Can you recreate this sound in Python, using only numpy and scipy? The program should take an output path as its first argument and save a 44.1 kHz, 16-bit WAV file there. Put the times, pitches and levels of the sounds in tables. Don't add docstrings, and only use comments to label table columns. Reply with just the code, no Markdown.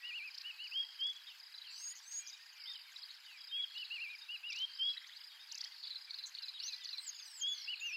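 import sys
import numpy as np
from scipy import signal
from scipy.fft import next_fast_len
from scipy.io import wavfile
from scipy.ndimage import uniform_filter1d

SR = 44100
rng = np.random.default_rng(int(sys.argv[2]) if len(sys.argv) > 2 else 0)


def materialize(psi):
    bounded = np.clip(np.atleast_2d(psi).T, -1, 1)
    quanta = np.round(bounded * 32767).astype(np.int16)
    wavfile.write(sys.argv[1], SR, quanta)


def volts(x):
    e = np.asarray(x, float) / 20
    return 10 ** e


N = 351036

# frequency in Hz, density in dB per Hz.
AIR = [(88, -62), (150, -75), (372, -42.5), (649, -28.5), (894, -13), (1150, -14), (1590, -10), (3110, -8),
       (3560, -12), (4820, -3.5), (5250, -10.5), (5500, -19), (7340, -20), (8150, -23), (8400, -33.5),
       (9000, -27.5), (10900, -31), (18500, -120)]
# frequency in Hz, density in dB per Hz.
TOP = [(4880, -29), (8300, -29.5), (8590, -15), (9820, -2.5), (11000, -4.5), (12800, 2.5), (13150, -5),
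       (15600, -9.5)]

# time after the start in seconds, offset from the centre pitch in Hz.
SLUR = [(0, 298.5), (.02, -300)]
TRILL = [(0, 400.5), (.005, 0.5), (.012, -450)]
PIP = [(0, 28), (0.016, -34.5)]
RISE = [(0, -700), (.008, 102), (.02, 698)]
TICK = [(0, -1900), (.006, -0.5), (0.012, 1999)]
BUZZ = [(0, -700), (.006, 702.5)]
FLICK = [(0, -1100), (.003, -100), (.012, 357)]
HOOK = [(0, -1000), (.004, 150.5), (.011, -49.5), (.024, -160)]
STROKE = [(0, -300), (.009, 248)]
GRACE = [(0, -400), (.008, 400.5)]
COO = [(0, 21), (.045, -21)]
CROAK = [(0, 127.5), (.012, -120)]

# share of the length, share of the way from low to top pitch, dB from the note's level.
ARCH = [(0, .2, -14.5), (.12, .5, -5), (.25, .75, -1), (.57, 1, 0), (.82, .78, -1), (1, -.12, -4)]
WAVE = [(0, 0, -5), (.2, .2, -1.5), (.5, 0.99, -0.5), (.75, .6, -1.5), (1, -.05, -4)]
LIFT = [(0, 0.0056, -12), (.3, .5, -13), (.55, .78, -6), (.78, 0.89, -0.5), (.97, 1, -3), (1, 0.93, -13)]
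STRAIGHT = [(0, 0.23, -4.5), (.6, .7, -2.5), (1, 0.82, 3.5)]
DROP = [(0, 0.75, -25.5), (.1, 0.99, -20.5), (.25, 0.95, -19.5), (.6, 0.74, -14), (.9, .13, -0.5),
        (1, 0.029, -18.5)]
SLIDE = [(0, 0.97, -14.5), (.1, .85, -6), (.4, .63, -11.5), (.7, .33, -7), (.85, .16, -3.5),
         (1, 0.071, 0.5)]

# start in seconds, length in seconds, first pitch in
# Hz, last pitch in Hz, level in dB.
FAR_GLIDES = [(1.267, .06, 3450, 2640, -57.5), (1.64, 0.05, 3370, 2676, -57.5),
              (2.741, 0.032, 3300, 2886, -53), (2.784, 0.03, 2910, 2500, -64),
              (4.564, 0.015, 4260, 3720, -51.5), (5.487, 0.03, 4700, 3440, -56),
              (6.567, 0.019, 3840, 3090, -53.5), (6.538, 0.053, 3300, 2910, -63),
              (3.636, 0.015, 3376, 3044, -44.5), (3.256, .13, 3114, 2216, -59.5),
              (3.377, 0.078, 3400, 3190, -63), (3.53, 0.084, 2926, 2150, -59.5),
              (6.371, 0.14, 2970, 2340, -65), (6.625, .13, 3040, 2313, -59),
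              (6.787, 0.072, 3340, 2850, -63.5), (6.811, 0.035, 3840, 3360, -54),
              (6.88, 0.1, 3035, 2186, -62.5), (7.123, 0.045, 3699, 3380, -61.5),
              (.002, 0.13, 1925, 1926, -63), (1.268, .03, 3750, 3640, -54.5),
             (2.185, .12, 2390, 2410, -63.5), (2.323, .034, 3760, 3750, -57),
             (3.488, 0.039, 3660, 3720, -55.5), (7.01, .06, 2150, 2000, -68),
             (.39, 0.12, 1830, 1840, -69.5), (7.56, 0.13, 2100, 2250, -66.5),
             (2.654, .019, 2950, 3350, -54), (5.59, 0.02, 3400, 3300, -58),
             (5.64, 0.039, 3050, 3400, -58.5), (5.725, 0.018, 3400, 4100, -60.5),
             (6.365, 0.018, 3650, 2700, -58), (6.074, .036, 2420, 2200, -60),
             (4.212, .035, 3680, 3780, -55), (5.39, 0.053, 3610, 3810, -59),
             (6.538, 0.031, 3900, 3750, -51),
              (0.521, .045, 2590, 2525, -60.5), (0.825, 0.036, 1850, 2040, -66.5),
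               (1.322, .05, 2750, 2580, -67), (1.69, 0.033, 2750, 2610, -64.5),
               (1.752, 0.09, 3105, 2585, -68.5), (1.906, 0.047, 1846, 2070, -65),
               (1.759, .04, 5620, 6180, -62), (1.79, .03, 4980, 5700, -62), (2.233, .04, 6000, 5030, -64.5),
               (2.34, 0.043, 2467, 2400, -66.5), (2.863, .035, 2365, 2140, -63),
               (3, .07, 3340, 3230, -63.5), (3.248, 0.021, 3650, 3720, -61.5),
               (5.115, 0.026, 2890, 3990, -55.5), (5.305, .07, 3370, 3170, -63),
               (5.295, .05, 3770, 3640, -63), (4.1, .015, 3880, 3760, -54), (4.351, .03, 4100, 3920, -57.5),
               (1.382, .015, 5620, 7200, -68), (1.577, .02, 6000, 6800, -70.5),
               (5.011, .02, 4710, 5550, -61.5)]
FAR_HOOKS = [
    (6.6, 0.031, 2406, 2560, -56),
]
FAR_BOWS = [
    (2.551, .175, 2400, 1830, -64.5),
    (2.672, .058, 3500, 3560, -48),
    (2.19, .11, 3080, 3250, -66),
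    (6.73, .17, 1930, 1880, -67.5),
    (2.39, .085, 1760, 1800, -68),
]

# start in seconds, number of notes, level in dB.
SLUR_GROUPS = [(.015, 3, -60.5), (.637, 3, -53.5), (1.232, 3, -59), (3.37, 1, -58), (2.83, 3, -64),
               (5.399, 3, -58.5), (3.62, 2, -60), (.95, 1, -55), (1.518, 1, -58.5), (2.602, 3, -54),
               (4.013, 3, -60), (4.487, 3, -54.5), (4.745, 1, -53), (6.152, 2, -54), (6.802, 2, -54.5),
               (7.612, 1, -52), (.271, 3, -53), (.999, 3, -52), (1.394, 3, -53.5), (1.551, 1, -54.5),
               (1.834, 3, -52), (2.118, 3, -57.5), (2.26, 3, -52), (2.422, 3, -58.5), (2.983, 3, -53),
               (3.403, 3, -51), (3.774, 3, -53.5), (4.148, 3, -54), (4.305, 3, -61), (5.202, 3, -52.5),
               (5.665, 1, -52), (5.976, 3, -53.5), (6.419, 3, -51.5), (6.869, 2, -49.5), (7.186, 3, -52),
               (7.392, 3, -58)]

# start in seconds, length in seconds, low pitch in Hz, top pitch in Hz, level in dB.
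ARCHES = [
    (0.024, 0.096, 2353, 2960, -45.5),
    (0.436, 0.081, 2506, 2987, -45),
    (0.58, 0.099, 2283, 3010, -47),
    (3.746, 0.094, 2594, 3005, -45),
    (3.9, 0.07, 2366, 2920, -43.5),
    (4.282, 0.086, 2456, 2956, -43.5),
    (4.428, 0.087, 2340, 2930, -44.5),
    (7.671, 0.079, 2386, 3003, -41),
    (7.807, 0.092, 2370, 2860, -42),
]
WAVES = [
    (0.115, 0.096, 2343, 2974, -44.5),
    (.209, 0.086, 2305, 2637, -46.5),
    (3.986, 0.076, 2318, 2844, -43.5),
    (4.069, .085, 2305, 2505, -46.5),
    (7.908, 0.077, 2387, 2780, -43),
]
LIFTS = [
    (4.525, 0.13, 2244, 3236, -35.5),
]
# time in seconds, pitch in Hz, level in dB.
LONG_NOTES = [
    [(0.712, 2460, -52.5), (0.724, 2625, -47.5), (0.742, 2990, -44), (0.764, 3196, -37.5),
     (0.81, 3306, -39.5), (0.838, 3204, -44), (0.85, 3222, -54)],
    [(0.99, 3150, -53), (1.0, 3070, -45), (1.018, 3177, -38), (1.056, 3346, -39), (1.112, 3386, -43.5),
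     (1.125, 3330, -56.5)],
    [(3.512, 3110, -51.5), (3.528, 3161, -44), (3.56, 3300, -41.5), (3.612, 3346, -39.5),
     (3.634, 3375, -47), (3.644, 3240, -40.5), (3.652, 3120, -48)],
    [(4.785, 3120, -53), (4.795, 3101, -45), (4.815, 3120, -36), (4.843, 3294, -37), (4.881, 3335, -37),
     (4.913, 3318, -40), (4.928, 3318, -56)],
    [(7.408, 3200, -56), (7.42, 3187, -46), (7.434, 3215, -39.5), (7.478, 3370, -37.5), (7.53, 3413, -39.5),
     (7.546, 3405, -43), (7.556, 3380, -57.5)],
]

# first note in seconds, last note in seconds, notes, first pitch in Hz, level in dB.
RISING_TRILLS = [
    (0.541, 0.922, 21.5, 4150, -52.5),
    (1.664, 1.816, 9.5, 4450, -50.5),
    (4.655, 4.945, 16.5, 4410, -50.5),
]
LEVEL_TRILLS = [(0.043, 0.217, 9.5, 4350, -60), (1.626, 1.794, 9.5, 4300, -53.5),
                (1.989, 2.188, 9.5, 3720, -67.5), (2.577, 2.812, 13.5, 5000, -52.5),
                (3.678, 4.036, 19.5, 4350, -53.5), (5.699, 5.82, 7.5, 4500, -53),
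                (6.646, 6.779, 8.5, 4890, -51), (7.012, 7.182, 10.5, 5280, -52.5),
                (7.545, 7.677, 9.5, 4400, -50.5), (7.553, 7.622, 5.5, 3240, -55.5),
                (7.699, 7.792, 6.5, 4300, -51)]

# start in seconds, peak level in dB, pitch in Hz.
COOS = [(0.172, -70.5, 887), (0.828, -69.5, 890), (1.14, -77.5, 937), (2.64, -71.5, 930), (4.214, -71, 906),
        (4.639, -71.5, 960), (5.509, -68, 944), (5.737, -69, 923), (6.391, -72, 920), (6.621, -75, 993),
        (7.048, -73, 923), (7.25, -71.5, 870), (7.634, -75.5, 887), (7.719, -74, 865)]

# start in seconds, centre pitch in Hz, level in dB.
TICKS = [(.347, 4750, -49), (.378, 4680, -43), (0.411, 4570, -47), (1.063, 6800, -61), (1.095, 6340, -59),
         (1.127, 6320, -61.5), (1.159, 6030, -60.5), (2.972, 4840, -58), (4.524, 4990, -43),
         (4.556, 5220, -46.5), (4.583, 5240, -49), (4.614, 5140, -54), (5.517, 5590, -42.5),
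         (5.547, 5430, -42.5), (5.576, 5170, -40.5), (5.608, 4780, -40), (5.641, 4660, -40.5)]
PIPS = [(1.539, 3980, -49), (1.577, 4050, -50.5), (1.613, 3920, -50), (2.752, 3950, -51),
        (2.958, 3930, -47), (3.102, 3800, -53), (3.845, 3910, -48), (4.519, 3540, -50.5),
        (4.597, 4010, -49), (4.894, 3990, -48.5), (4.93, 4050, -49.5), (4.969, 3890, -44),
        (4.934, 2635, -54.5), (6.265, 7650, -58), (7.196, 3500, -54), (7.275, 4010, -55.5),
        (7.792, 3680, -51.5),
        (3.087, 3890, -55), (3.102, 4270, -50.5), (3.77, 3860, -49), (3.772, 3460, -55),
             (4.48, 3870, -57), (4.53, 3930, -51), (5.525, 2820, -57), (5.55, 2640, -57), (5.84, 3510, -52),
             (5.846, 3930, -51), (5.85, 4720, -49), (5.875, 3880, -51.5), (5.924, 3850, -48.5),
             (1.575, 4720, -53.5)]
RISES = [(1.983, 5220, -59.5), (2.328, 6620, -65), (2.365, 5300, -63), (2.525, 6330, -63.5),
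         (2.559, 5350, -65.5), (2.721, 6470, -64.5), (2.914, 6410, -63), (3.027, 4110, -47),
         (2.947, 5100, -62.5), (3.138, 4920, -59.5), (3.109, 6420, -66.5), (4.497, 5300, -50),
         (5.06, 4060, -58), (5.069, 6040, -62), (5.16, 4440, -50)]
STROKES = [
    (4.964, 1975, -53.5),
    (4.977, 1960, -56.5),
    (5.013, 2070, -56.5),
    (5.043, 2054, -56.5),
    (5.093, 1970, -54),
    (5.041, 3550, -55),
    (5.21, 3510, -57.5),
    (5.627, 2040, -57),
    (5.655, 1980, -55),
]
BUZZES = [
    (1.953, 6390, -52.5),
    (2.113, 6350, -49.5),
    (2.272, 6200, -50.5),
    (6.258, 6400, -50.5),
]

# start in seconds, length in seconds, low pitch in Hz, top pitch in Hz, level in dB.
UPPER_VOICE = [
    (1.705, .13, 6710, 8700, -63.5),
    (2.025, .08, 7150, 8500, -64),
]
DROPS = [
    (6.98, .13, 6200, 8430, -42.5),
    (7.251, .195, 6200, 8350, -42),
]
SLIDES = [
    (6.835, .018, 5170, 7404, -47),
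    (6.87, 0.098, 5370, 6240, -59),
    (7.145, .23, 4820, 7040, -52),
    (7.475, .225, 4540, 7160, -47.5),
    (7.797, 0.16, 4920, 7200, -48.5),
]
# time in seconds, pitch in Hz, level in dB.
HIGH_NOTES = [
    [(1.71, 5550, -68), (1.756, 5960, -64), (1.79, 6270, -58.5), (1.842, 6547, -48.5), (1.874, 6556, -45),
     (1.922, 6840, -49), (1.935, 6670, -67)],
    [(2.02, 5620, -70), (2.054, 6066, -67.5), (2.088, 6360, -50.5), (2.104, 6449, -61),
     (2.114, 6510, -49.5), (2.194, 6710, -41), (2.235, 6557, -65)],
    [(6.6, 4384, -48), (6.608, 4420, -54), (6.616, 4843, -57.5), (6.632, 5410, -50.5), (6.668, 6160, -45),
     (6.69, 6350, -47.5), (6.7, 6380, -64.5)],
]
# start in seconds, length in seconds, first pitch in Hz, last pitch in Hz, level in dB.
SIZZLES = [
    (1.82, 0.115, 8400, 8700, -66),
    (1.881, .055, 9050, 9070, -65),
    (2.101, .08, 8200, 8320, -67),
    (2.169, .065, 8540, 7820, -65),
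]

# flicks in seconds, hooks in seconds, level in dB.
RATTLES = [
    (5.832, 5.897, -45),
    (6.103, 6.178, -44.5),
    (6.346, 6.423, -45.5),
    (6.596, 6.672, -43.5),
    (6.851, 6.922, -43),
]

FLUTTER = signal.butter(4, 450, fs=SR, output="sos")


def evened(x):
    return x / np.sqrt(np.mean(x ** 2) + 1e-20)


def read(points, hz):
    f, value = np.transpose(points)
    return np.interp(np.log(hz + 1), np.log(f + 1), value)


def smooth(x, bands, frames):
    return uniform_filter1d(uniform_filter1d(x, bands, 0), frames, 1)


def add(mix, s, sound):
    part = mix[max(round(s * SR), 0):][:len(sound)]
    part += sound[:len(part)]


def tone(hz, db, taper, rough=0.):
    flutter = evened(signal.sosfilt(FLUTTER, rng.standard_normal((2, len(hz)))))
    phase = 2 * np.pi * (np.cumsum(hz) / SR + rng.random()) + rough * flutter[1]
    level = np.sqrt(2) * volts(db) * (1 + rough * flutter[0])
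    return level * np.sin(phase) * signal.windows.tukey(len(hz), min(taper, 1))


def chip(shape, hz, db, taper=.6, rough=.15, fade_db=0):
    s, offset = np.transpose(shape)
    t = np.arange(s[-1] * SR) / SR
    return tone(hz + np.interp(t, s, offset), db - fade_db * t / s[-1], taper, rough)


def whistle(rows, rough, waver_db):
    s, hz, db = np.transpose(rows)
    t = np.arange(s[0], s[-1], 1 / SR)
    rounded = uniform_filter1d(np.interp(t, s, hz), 500, mode="nearest")
    waver = evened(uniform_filter1d(uniform_filter1d(rng.standard_normal(len(t)), 300), 300))
    level_db = np.interp(t, s, db) + waver_db * (waver - waver_db / 9)
    return s[0], tone(rounded, level_db, 0.0054 / (s[-1] - s[0]), rough)


def phrases(*kinds, breath_s=0):
    notes = []
    for shape, rows in kinds:
        for s, length, low, top, db in rows:
            notes.append([(s + u * length, low + v * (top - low), db + rel_db) for u, v, rel_db in shape])
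    notes.sort()
    out = notes[:1]
    for note in notes[1:]:
        last_s, _, last_db = out[-1][-1]
        if abs(note[0][0] - last_s) < breath_s:
            joint = (*note[0][:2], last_db)
            out[-1] = out[-1][:-1] + [joint] + note[1:]
        else:
            out.append(note)
    return out


def air():
    frames, hz = N // 128 + 5, np.fft.rfftfreq(512, 1 / SR)
    a, b, patches = rng.standard_normal((frames, 257, 3)).T
    patches = evened(smooth(patches, 5, 12))
    patchy_db = 3.0 * np.clip(hz / 2500, .55, 1)
    z = (a + 1j * b) * volts(read(AIR, hz)[:, None] + patchy_db[:, None] * patches)
    return volts(-61) * evened(signal.istft(z, nperseg=512, noverlap=384)[1][:N])


def chatter():
    per_s, spread_db = 170, 2.5
    train = volts(spread_db * rng.standard_normal(N)) * (rng.random(N) < per_s / SR)
    kind = rng.integers(0, 10, N)
    shapes = [SLUR, TRILL, PIP, FLICK, TRILL]
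    notes = np.zeros(N)
    for k, hz in enumerate(np.geomspace(1600, 5050, 10)):
        note = hz * chip(shapes[k % 5], hz, 0)
        notes += signal.oaconvolve(train * (kind == k), note)[:N]
    return evened(notes) * volts(-65)


def far_birds():
    out = np.zeros(N)
    for bow, rows in [(0, FAR_GLIDES), (0.18, FAR_HOOKS), (.045, FAR_BOWS)]:
        for s, length, first, last, db in rows:
            u = np.linspace(-1, 1, round(length * SR))
            glide = first + (last - first) * (u + 1) / 2
            add(out, s, tone(glide * (1 + bow * (1 - u ** 2)), db, 0.16, 0.15))
    return out


def slurs():
    out, gap_s = np.zeros(N), .033
    for s, notes, db in SLUR_GROUPS:
        for k in range(notes):
            add(out, s + k * gap_s, chip(SLUR, 4906, db))
    return out


def near_whistler():
    out = np.zeros(N)
    songs = phrases((ARCH, ARCHES), (WAVE, WAVES), (LIFT, LIFTS), breath_s=.022)
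    for rows in songs + list(LONG_NOTES):
        add(out, *whistle(rows, rough=.07, waver_db=1.2))
    bounce_s, bounce_share = 0.001847, 0.18
    add(out, bounce_s, bounce_share * out)
    return out


def frog():
    out = np.zeros(N)
    first_s, gap_s, slows_s = .0368, .065313, 3.23e-6
    for k in range(round(N / SR / gap_s)):
        add(out, first_s + k * gap_s + k * k * slows_s, chip(CROAK, 1630, -64, taper=1))
    return out


def trills():
    out = np.zeros(N)
    top_hz, echo_s, echo_db, uneven_db = 4920, .0075, -11, 1.5
    for hz_per_s, rows in [(3700, RISING_TRILLS), (-100, LEVEL_TRILLS)]:
        for first, last, notes, hz, db in rows:
            for u in np.linspace(0, 1, int(notes)):
                late = u * (last - first)
                level = db - 5 * (2 * u - 1) ** 4 + uneven_db * rng.standard_normal()
                if hz_per_s > 0:
                    level -= 6 * (1 - u) ** 3
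                pitch = min(hz + hz_per_s * late, top_hz)
                note = chip(TRILL, pitch + 50 * rng.standard_normal(), level + 1.5, rough=.2, fade_db=3)
                add(out, first + late, note)
                add(out, first + late + echo_s, chip(TRILL, pitch, level + echo_db, rough=.5))
    return out


def dove():
    out = np.zeros(N)
    for s, db, hz in COOS:
        add(out, s, chip(COO, hz, db - 5.5, taper=1))
    return out


def ticks():
    out = np.zeros(N)
    for s, hz, db in TICKS:
        add(out, s, chip(TICK, hz, db, taper=1, rough=.3))
        add(out, s - .004, chip(GRACE, min(hz, 4600), db - 6.5, rough=0.89))
        add(out, s + 0.00065, chip(BUZZ, 7300, db - 24, rough=.5))
    return out


def single_notes():
    out = np.zeros(N)
    for shape, rough, rows in [(PIP, .3, PIPS), (RISE, .15, RISES), (STROKE, .15, STROKES)]:
        for s, hz, db in rows:
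            add(out, s, chip(shape, hz, db, rough=rough))
    return out


def thin_singer():
    out = np.zeros(N)
    for rows in phrases((STRAIGHT, UPPER_VOICE), (DROP, DROPS), (SLIDE, SLIDES)):
        add(out, *whistle(rows, rough=.2, waver_db=3))
    for rows in HIGH_NOTES:
        add(out, *whistle(rows, rough=.14, waver_db=1.5))
    for s, length, first, last, db in SIZZLES:
        add(out, s, tone(np.linspace(first, last, round(length * SR)), db, .4, rough=.7))
    return out


def buzzes():
    out = np.zeros(N)
    for s, hz, db in BUZZES:
        for k in range(5):
            at = s + k * 0.0087
            add(out, at, chip(BUZZ, hz, db - 0.54 * k ** 2, rough=0.47))
            add(out, at + .0045, chip(BUZZ, hz, db - 8 - .6 * k ** 2, rough=0.44))
    return out


def rattles():
    out = np.zeros(N)
    for flicks, hooks, db in RATTLES:
        notes = [(FLICK, 4350, flicks), (FLICK, 4350, flicks + .0355),
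                 (HOOK, 4100, hooks + .003), (HOOK, 4100, hooks + .0543)]
        for shape, hz, s in notes:
            add(out, s + .003, chip(shape, hz, db + 4, taper=.35, rough=.25, fade_db=8))
            add(out, s - .006, chip(GRACE, 4450, db - 4.5, rough=0.33))
            add(out, s - .004, chip(TICK, 5300, db - 19, taper=0.74))
    return out


def scrub(x):
    t60, taps = .75, np.zeros(SR // 2)
    at = np.arange(300, SR // 2 - 40, 40) + rng.integers(0, 40, (SR // 2 - 301) // 40)
    taps[at] = rng.choice([-1., 1.], len(at)) * volts(-60 * at / SR / t60)
    x = signal.sosfilt(signal.butter(4, 5300, fs=SR, output="sos"), x)
    return signal.oaconvolve(x, taps / np.linalg.norm(taps))[:N]


def scene():
    near = near_whistler()
    warblers = slurs() + trills() + ticks() + single_notes() + buzzes() + rattles()
    small = warblers + far_birds() + dove() + thin_singer()
    echoes = scrub(volts(-15.5) * near + volts(-10.5) * small)
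    return (near + small + echoes + chatter() + air() + frog())[None]


def band_limit(x):
    return signal.sosfilt(signal.butter(12, 15720, fs=SR, output="sos"), x)


def record(dry):
    shift_hz, seam_hz = 7500.3, 8270
    turning = np.exp(2j * np.pi * shift_hz * np.arange(N) / SR)
    moved = (signal.hilbert(dry[0], next_fast_len(N))[:N] * turning).real
    hz, _, (low, up) = signal.stft([dry[0], moved], SR, nperseg=512, noverlap=384)
    row_hz = hz[:, None]

    local = smooth(abs(up) ** 2, 12, 7) + 1e-20
    fill = rng.standard_normal(up.shape) + 1j * rng.standard_normal(up.shape)
    flat = evened(abs(up) / local ** .5)
    flat = np.where(abs(row_hz - 10950) < 400, np.minimum(flat, 1.2), flat)
    follow = (local / np.median(local, 1, keepdims=True)) ** (.22 * (row_hz > 12950))
    up = (flat * np.exp(1j * np.angle(up)) + 0.47 * fill) * follow * volts(read(TOP, hz))[:, None]
    up = up * volts(2.0 * evened(smooth(fill.real, 30, 20)))

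    patch = smooth(abs(low) ** 2, 4, 12)
    loud = uniform_filter1d(patch, 31, 0, origin=8)
    close = uniform_filter1d(patch, 13, 0, origin=4)
    hidden_high = (patch < loud * volts(-42)) | (patch < close * volts(-34))
    hidden_mid = patch < close * volts(-42)
    masked = np.where(row_hz > 5300, hidden_high, hidden_mid) * (row_hz > 3500)
    copied = np.roll(uniform_filter1d(masked * 1., 9, 0), round(shift_hz / hz[1]), 0)
    low = low * (1 - .9 * masked)
    up = up * (row_hz >= seam_hz) * (1 - .5 * masked) * (1 - .85 * copied)
    low, up = signal.istft((low, up), SR, nperseg=512, noverlap=384)[1][:, :N]
    hiss = volts(-94.0) * rng.standard_normal(N)
    mix = low + volts(-75) * evened(up) + hiss
    return band_limit(mix[None])


dry = scene()
out = record(dry)
materialize(out)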